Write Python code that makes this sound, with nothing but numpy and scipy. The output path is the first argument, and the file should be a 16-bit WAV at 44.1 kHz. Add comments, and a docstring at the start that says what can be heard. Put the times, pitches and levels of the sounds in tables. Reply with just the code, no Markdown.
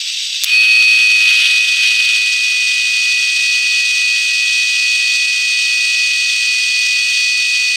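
"""TIG welding on a steel plate

Shielding gas hisses from the nozzle, close to a microphone that passes almost no bass.
Two sparks snap and the arc lights, singing with the ripple of its power supply. The metal sizzles
and spits while the pool melts, then the arc settles into a steady whine over the hiss."""
import sys
import numpy as np
from scipy import signal
from scipy.fft import rfft, irfft
from scipy.io import wavfile
from scipy.ndimage import uniform_filter1d, minimum_filter1d

SR = 44100
rng = np.random.default_rng(int(sys.argv[2]) if len(sys.argv) > 2 else 0)


def materialize(psi):
    """Save the field psi as 16-bit PCM at rate SR to the path in sys.argv[1].

    A 1-D psi becomes a single channel; in a 2-D psi each row is a channel.
    """
    bounded = np.clip(np.atleast_2d(psi).T, -1, 1)
    quanta = np.round(bounded * 32767).astype(np.int16)
    wavfile.write(sys.argv[1], SR, quanta)


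N = 342216
T = np.arange(N) / SR
LIT_S, HARD_UNTIL_S, SETTLE_S, MELTED_S = 0.455, 0.83, 0.73, 1.6

CLOCK_HZ, REST_HZ, RIPPLE_HZ = 6960, 2504, 110
# Each law: settled level in dB, extra dB while the arc burns hard, creep in dB per second.
WHINE_LAW, UPPER_LAW, LOWER_LAW = (-16.5, 7.2, 0), (-27, 8.2, 0.58), (-33.5, -2.5, 0.33)
# The whine drifts with arc length. Each row: time in seconds, pitch in Hz.
WHINE_PITCH = [(0.49, 2496), (0.57, 2526), (1.05, 2514), (2.64, 2497), (3.84, 2505), (6.27, 2504),
               (6.56, 2495), (7.7, 2496)]
# Faint tones of the supply. Each row: frequency at rest in Hz, Hz moved per Hz of whine drift,
# level against the whine in dB, extra dB while the arc burns hard.
SUPPLY_TONES = [(1252, .5, -37, 0), (3456, 0, -26, 0), (5004, 2, -24.5, -8), (5708, -.5, -29, -5),
                (9055, -2.5, -43, 9), (9464, 1, -31.5, 0), (10440, 4.5, -46, 0), (11416, -1, -43, 0),
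                (13610, -5, -45, -3)]


def arc_whine(swell_db=21, swell_s=0.078, jitter_hz=5, tremor_hz=3, mix_settle_s=0.38):
    """The arc is a loudspeaker for its current: a whine and difference tones with the switching clock."""
    onset_db = -swell_db * np.clip(1 - (T - LIT_S) / swell_s, 0, 1)
    hand_sway_db = 0.5 * wander(3.5)
    _, dip_db = flares(T)
    shared_db = onset_db - dip_db + hand_sway_db
    level_db = settling(WHINE_LAW, T) + shared_db
    drift_hz = curve(WHINE_PITCH, T) - REST_HZ + jitter_hz * wander(39.2) + tremor_hz * wander(6.16)
    drift_turns = np.cumsum(drift_hz) / SR
    turns = REST_HZ * T + drift_turns
    # Ripple swings loudness and pitch together, so the upper sideband is the stronger.
    ripple = np.exp(2j * np.pi * RIPPLE_HZ * T)
    throb = 1 + amp(-12.5) * ripple + amp(-28) / ripple
    out = amp(level_db + 0.34 * wander(40)) * (throb * np.exp(2j * np.pi * turns)).real
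    for harmonic, law, flutter_db, flutter_hz in (1, UPPER_LAW, 1.35, 90), (2, LOWER_LAW, 2.1, 49):
        mix_db = settling(law, T, mix_settle_s) + shared_db + flutter_db * wander(flutter_hz)
        out += amp(mix_db) * np.sin(2 * np.pi * (CLOCK_HZ * T - harmonic * turns))
    for rest_hz, slope, db, hard_db in SUPPLY_TONES:
        tone = np.sin(2 * np.pi * (rest_hz * T + slope * drift_turns + rng.random()))
        out += amp(level_db + db + hard_db * hardness(T)) * tone
    fade_in = np.clip((T - LIT_S) / 0.017, 0, 1)
    return np.sqrt(2) * out * fade_in


def hardness(t, settle_s=SETTLE_S):
    """One while the arc burns hard on the cold plate, relaxing to zero as the pool forms."""
    return np.exp(-np.maximum(t - HARD_UNTIL_S, 0) / settle_s)


def settling(law, t, settle_s=SETTLE_S):
    """A level in dB that follows the hardness of the arc and creeps as the plate heats."""
    settled_db, hard_db, db_per_s = law
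    return settled_db + hard_db * hardness(t, settle_s) + db_per_s * t


# Each row: centre in seconds, half length in seconds, extra boil in dB, whine dip in dB (negative lifts).
POOL_FLARES = [(0.655, 0.038, 4.5, 2), (1.0, .03, 2, 0.5), (1.293, 0.072, 4.5, -0.5),
               (1.436, 0.057, 6, 2.5), (1.533, 0.068, 3, -1), (1.67, 0.024, 2.5, 3.5), (1.765, 0.015, 0, 6),
               (1.86, 0.077, 5, 0), (1.998, 0.015, 6, -2), (2.097, 0.061, 3.7, 0.5)]


def flares(t):
    """The melting pool flares up, sizzling and robbing the whine: extra boil and whine dip in dB."""
    centre_s, half_s, boil_db, dip_db = np.transpose(POOL_FLARES)
    bumps = np.exp(-((t[..., None] - centre_s) / half_s) ** 2)
    return bumps @ boil_db, bumps @ dip_db


# Hiss spectrum, and what cold gas or a hard arc adds. Each row: frequency in Hz, relative level in dB.
HISS_COLOUR = [(420, -83), (540, -60), (660, -36.5), (1050, -36), (1350, -20.5), (1900, -17.0), (2700, -1),
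               (3500, 0.0), (5000, -4), (6500, -8.5), (8500, -29.5), (9500, -28.5), (15500, -35.5)]
COLD_COLOUR = [(600, -6), (1300, -6.5), (2000, 0.5), (2800, -0.5), (4000, 0), (8000, -4.5), (12000, -0.5),
               (15000, -6)]
FIZZ_COLOUR = [(1500, 1), (5000, -1), (8500, 0.5), (10500, 1.5), (15000, 4)]
# Resonances of the nozzle and its gap to the plate: throughout, before the arc lights, and after.
# Each row: centre in Hz, width in Hz, gain in dB.
NOZZLE_PEAKS = [(805, 46, 2), (4170, 73, -6), (4907, 81, 4.5), (5090, 98, -6.5), (5740, 390, 3),
                (7573, 140, -12.5), (8400, 767, 22.5), (8860, 301, -16), (10000, 190, -5.5),
                (11760, 180, 7), (12853, 105, -23), (13400, 150, 9)]
COLD_PEAKS = [(2680, 60, 4), (3450, 110, -4), (3430, 23, 15), (3650, 43, 8), (3900, 76, 5), (4800, 74, 4),
              (10700, 200, -2)]
HOT_PEAKS = [(3210, 80, 2), (4100, 33, 1), (4810, 26, 4.5), (5660, 33, 3.5), (7000, 98, -5),
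             (11680, 69, -8), (11160, 220, -2.5)]
# Resonances rise as the torch warms and moves. Each row: time in seconds, frequency factor.
WARMING_SHIFT = [(0, 0.98), (1.6, 1.004), (2.7, 1.016), (5, 1.02), (7.76, 1.021)]
# Sizzle of the pool. Each row: frequency in Hz, lift in dB per dB of boil.
BOIL_LIFT = [(700, 0.72), (1500, 1.21), (3500, 0.95), (5500, 0.03), (8300, -0.18), (10000, 1.42),
             (15000, -0.1)]


def gas_hiss(calm_boil_db=4.0, sputter_db=0.73, sputter_per_boil=0.11, swell_db=0.77):
    """Turbulent gas through the nozzle's resonances; the boiling pool thickens it and makes it sputter."""
    t = np.arange(N // 256 + 5)[:, None] * 256 / SR
    hz = np.fft.rfftfreq(1024, 1 / SR)
    level_db, boil_db = gas_levels(t)
    shifted_hz = hz / curve(WARMING_SHIFT, t)
    nozzle_db = spectrum(HISS_COLOUR, shifted_hz) + peaks(NOZZLE_PEAKS, shifted_hz)
    sizzle_db = (boil_db - calm_boil_db) * spectrum(BOIL_LIFT, hz)
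    cold_db = spectrum(COLD_COLOUR, hz) + peaks(COLD_PEAKS, hz)
    hot_db = peaks(HOT_PEAKS, shifted_hz) + hardness(t) * spectrum(FIZZ_COLOUR, hz)
    gain = amp(nozzle_db + sizzle_db + np.where(t < LIT_S, cold_db, hot_db))
    level_band = (hz > 5200) & (hz < 8700)
    gain *= amp(level_db) / np.linalg.norm(gain[:, level_band], axis=1, keepdims=True)
    spectra = gain * (rng.standard_normal(gain.shape) + 1j * rng.standard_normal(gain.shape))
    hiss = signal.istft(spectra.T, nperseg=1024, noverlap=768)[1][:N]
    excess_boil_db = np.maximum(gas_levels(T)[1] - calm_boil_db, 0) * (T > LIT_S)
    depth_db = sputter_db + sputter_per_boil * excess_boil_db
    hiss *= amp(depth_db * wander(93) + swell_db * wander(37))
    bass_cut = signal.butter(6, 480, "highpass", fs=SR, output="sos")
    return signal.sosfilt(bass_cut, hiss)


# Each law: settled level in dB, extra dB while the arc burns hard, creep in dB per second.
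HISS_LAW, BOIL_LAW = (-24.5, -1.34, 0.19), (5.32, 3.2, -0.25)


def gas_levels(t, cold_hiss_db=-26, cold_boil_db=1, sag_s=0.587, sag_db=4.9, fall_s=0.065, rise_s=0.17):
    """Hiss level and boil (strength of the sizzle) in dB; the hiss sags once as the whine comes in."""
    sag = np.where(t < sag_s, np.exp(-((t - sag_s) / fall_s) ** 2), np.exp(-abs(t - sag_s) / rise_s))
    hiss_db = np.where(t < LIT_S, cold_hiss_db, settling(HISS_LAW, t) - sag_db * sag)
    boil_db = np.where(t < LIT_S, cold_boil_db, settling(BOIL_LAW, t) + flares(t)[0])
    return hiss_db, boil_db


# Each row: start in seconds, level in dB, decay in seconds.
IGNITION_SPARKS = [(0.4365, 0.5, 0.001), (0.4423, -3.5, 0.0031)]
# Each row: frequency in Hz, relative level in dB.
SNAP_COLOUR = [(300, -35), (700, -38.5), (1800, -18.5), (3600, -3.5), (6000, -11), (9000, -14),
               (15500, -18.5)]


def sparks():
    """High-voltage snaps jump the gap before the arc holds, loud enough to overload the microphone."""
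    envelope = sum(amp(db) * burst(start_s, decay_s) for start_s, db, decay_s in IGNITION_SPARKS)
    return np.clip(colour(rng.standard_normal(N) * envelope, SNAP_COLOUR), -1, 1)


# Each row: start in seconds, relative level in dB.
POOL_SPITS = [(1.3763, -18), (1.4714, -25), (1.5194, -24), (1.6054, -22), (2.05, -16), (5.1212, -25),
              (5.4071, -24), (5.453, -24), (5.5593, -29), (6.4284, -34), (6.8174, -22), (7.1038, -26)]


def spits(pop_db=13, tick_db=-4, decay_s=0.00043, bubbles_per_s=60, crackle_db=3):
    """Bubbles burst in the pool: a few loud pops with a bright tick, and fine crackle while it boils."""
    pop_colour = [(400, -85), (800, -37), (1800, -24), (3600, 11.5), (7000, -25), (15000, -32)]
    tick_colour = [(500, -80), (6000, -12), (10000, 8), (15000, -4)]
    bursts = sum(amp(db) * burst(start_s, decay_s) for start_s, db in POOL_SPITS)
    level_db, boil_db = gas_levels(T)
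    bubbles = (rng.random(N) < bubbles_per_s / SR) * (T > MELTED_S) * rng.uniform(-1, 1, N)
    crackle = bubbles * amp(level_db + boil_db + crackle_db)
    pops = amp(pop_db) * bursts * rng.standard_normal(N)
    ticks = amp(tick_db) * bursts * rng.standard_normal(N)
    return colour(pops + crackle, pop_colour) + colour(ticks, tick_colour)


def bench_echoes(x, echo_db=-22):
    """Weak echoes from the bench and nearby surfaces put a fine ripple on the spectrum."""
    delays_s = [.0038, .0072, .0109, .0137, .0151]
    return x + amp(echo_db) * sum(np.pad(x, (round(s * SR), 0))[:N] for s in delays_s)


def amp(db):
    """Decibels to gain."""
    return 10 ** (np.asarray(db) / 20)


def unit(x):
    """Scales to an rms of one."""
    return x / np.sqrt(np.mean(x ** 2) + 1e-20)


def curve(rows, t):
    """Interpolates (seconds, value) rows at the times t."""
    return np.interp(t, *np.transpose(rows))


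def spectrum(points, hz):
    """Interpolates (Hz, value) points on a log-frequency axis."""
    point_hz, value = np.transpose(points)
    return np.interp(np.log(hz + 1), np.log(point_hz), value)


def peaks(rows, hz):
    """Bell-shaped peaks and notches, in dB."""
    return sum(db * np.exp(-.5 * ((hz - centre_hz) / width_hz) ** 2) for centre_hz, width_hz, db in rows)


def wander(top_hz):
    """Random motion of rms one, rolling off above top_hz."""
    hz = np.fft.rfftfreq(N, 1 / SR)
    return unit(irfft(rfft(rng.standard_normal(N)) / (1 + (hz / top_hz) ** 2), N))


def colour(x, points):
    """Filters by (Hz, dB) points, keeping the power of white noise."""
    gain = unit(amp(spectrum(points, np.fft.rfftfreq(N, 1 / SR))))
    return irfft(rfft(x) * gain, N)


def burst(start_s, decay_s):
    """Envelope that jumps up and dies away."""
    return (T >= start_s) * np.exp(-np.maximum(T - start_s, 0) / decay_s)


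def scene(dip_db=-7):
    """Hiss, spits, sparks and whine; the hiss dips briefly from the first spark until the arc lights."""
    igniting = (T > IGNITION_SPARKS[0][0]) & (T < LIT_S)
    hiss = gas_hiss() * amp(dip_db * uniform_filter1d(igniting * 1., size=60))
    return bench_echoes(hiss + spits()) + sparks() + arc_whine()


def record(dry, top_hz=15780):
    """One microphone on both channels: a fast limiter holds the peaks at full scale, then a low-pass."""
    gain = minimum_filter1d(1 / np.maximum(abs(dry), 1), size=81)
    limited = dry * uniform_filter1d(uniform_filter1d(gain, size=41), size=35)
    lowpass = signal.firwin(511, top_hz, window=("kaiser", 9), fs=SR)
    out = signal.oaconvolve(limited * signal.windows.tukey(N, .0006), lowpass, "same")
    return np.array([out, out])


dry = scene()
out = record(dry)
materialize(out)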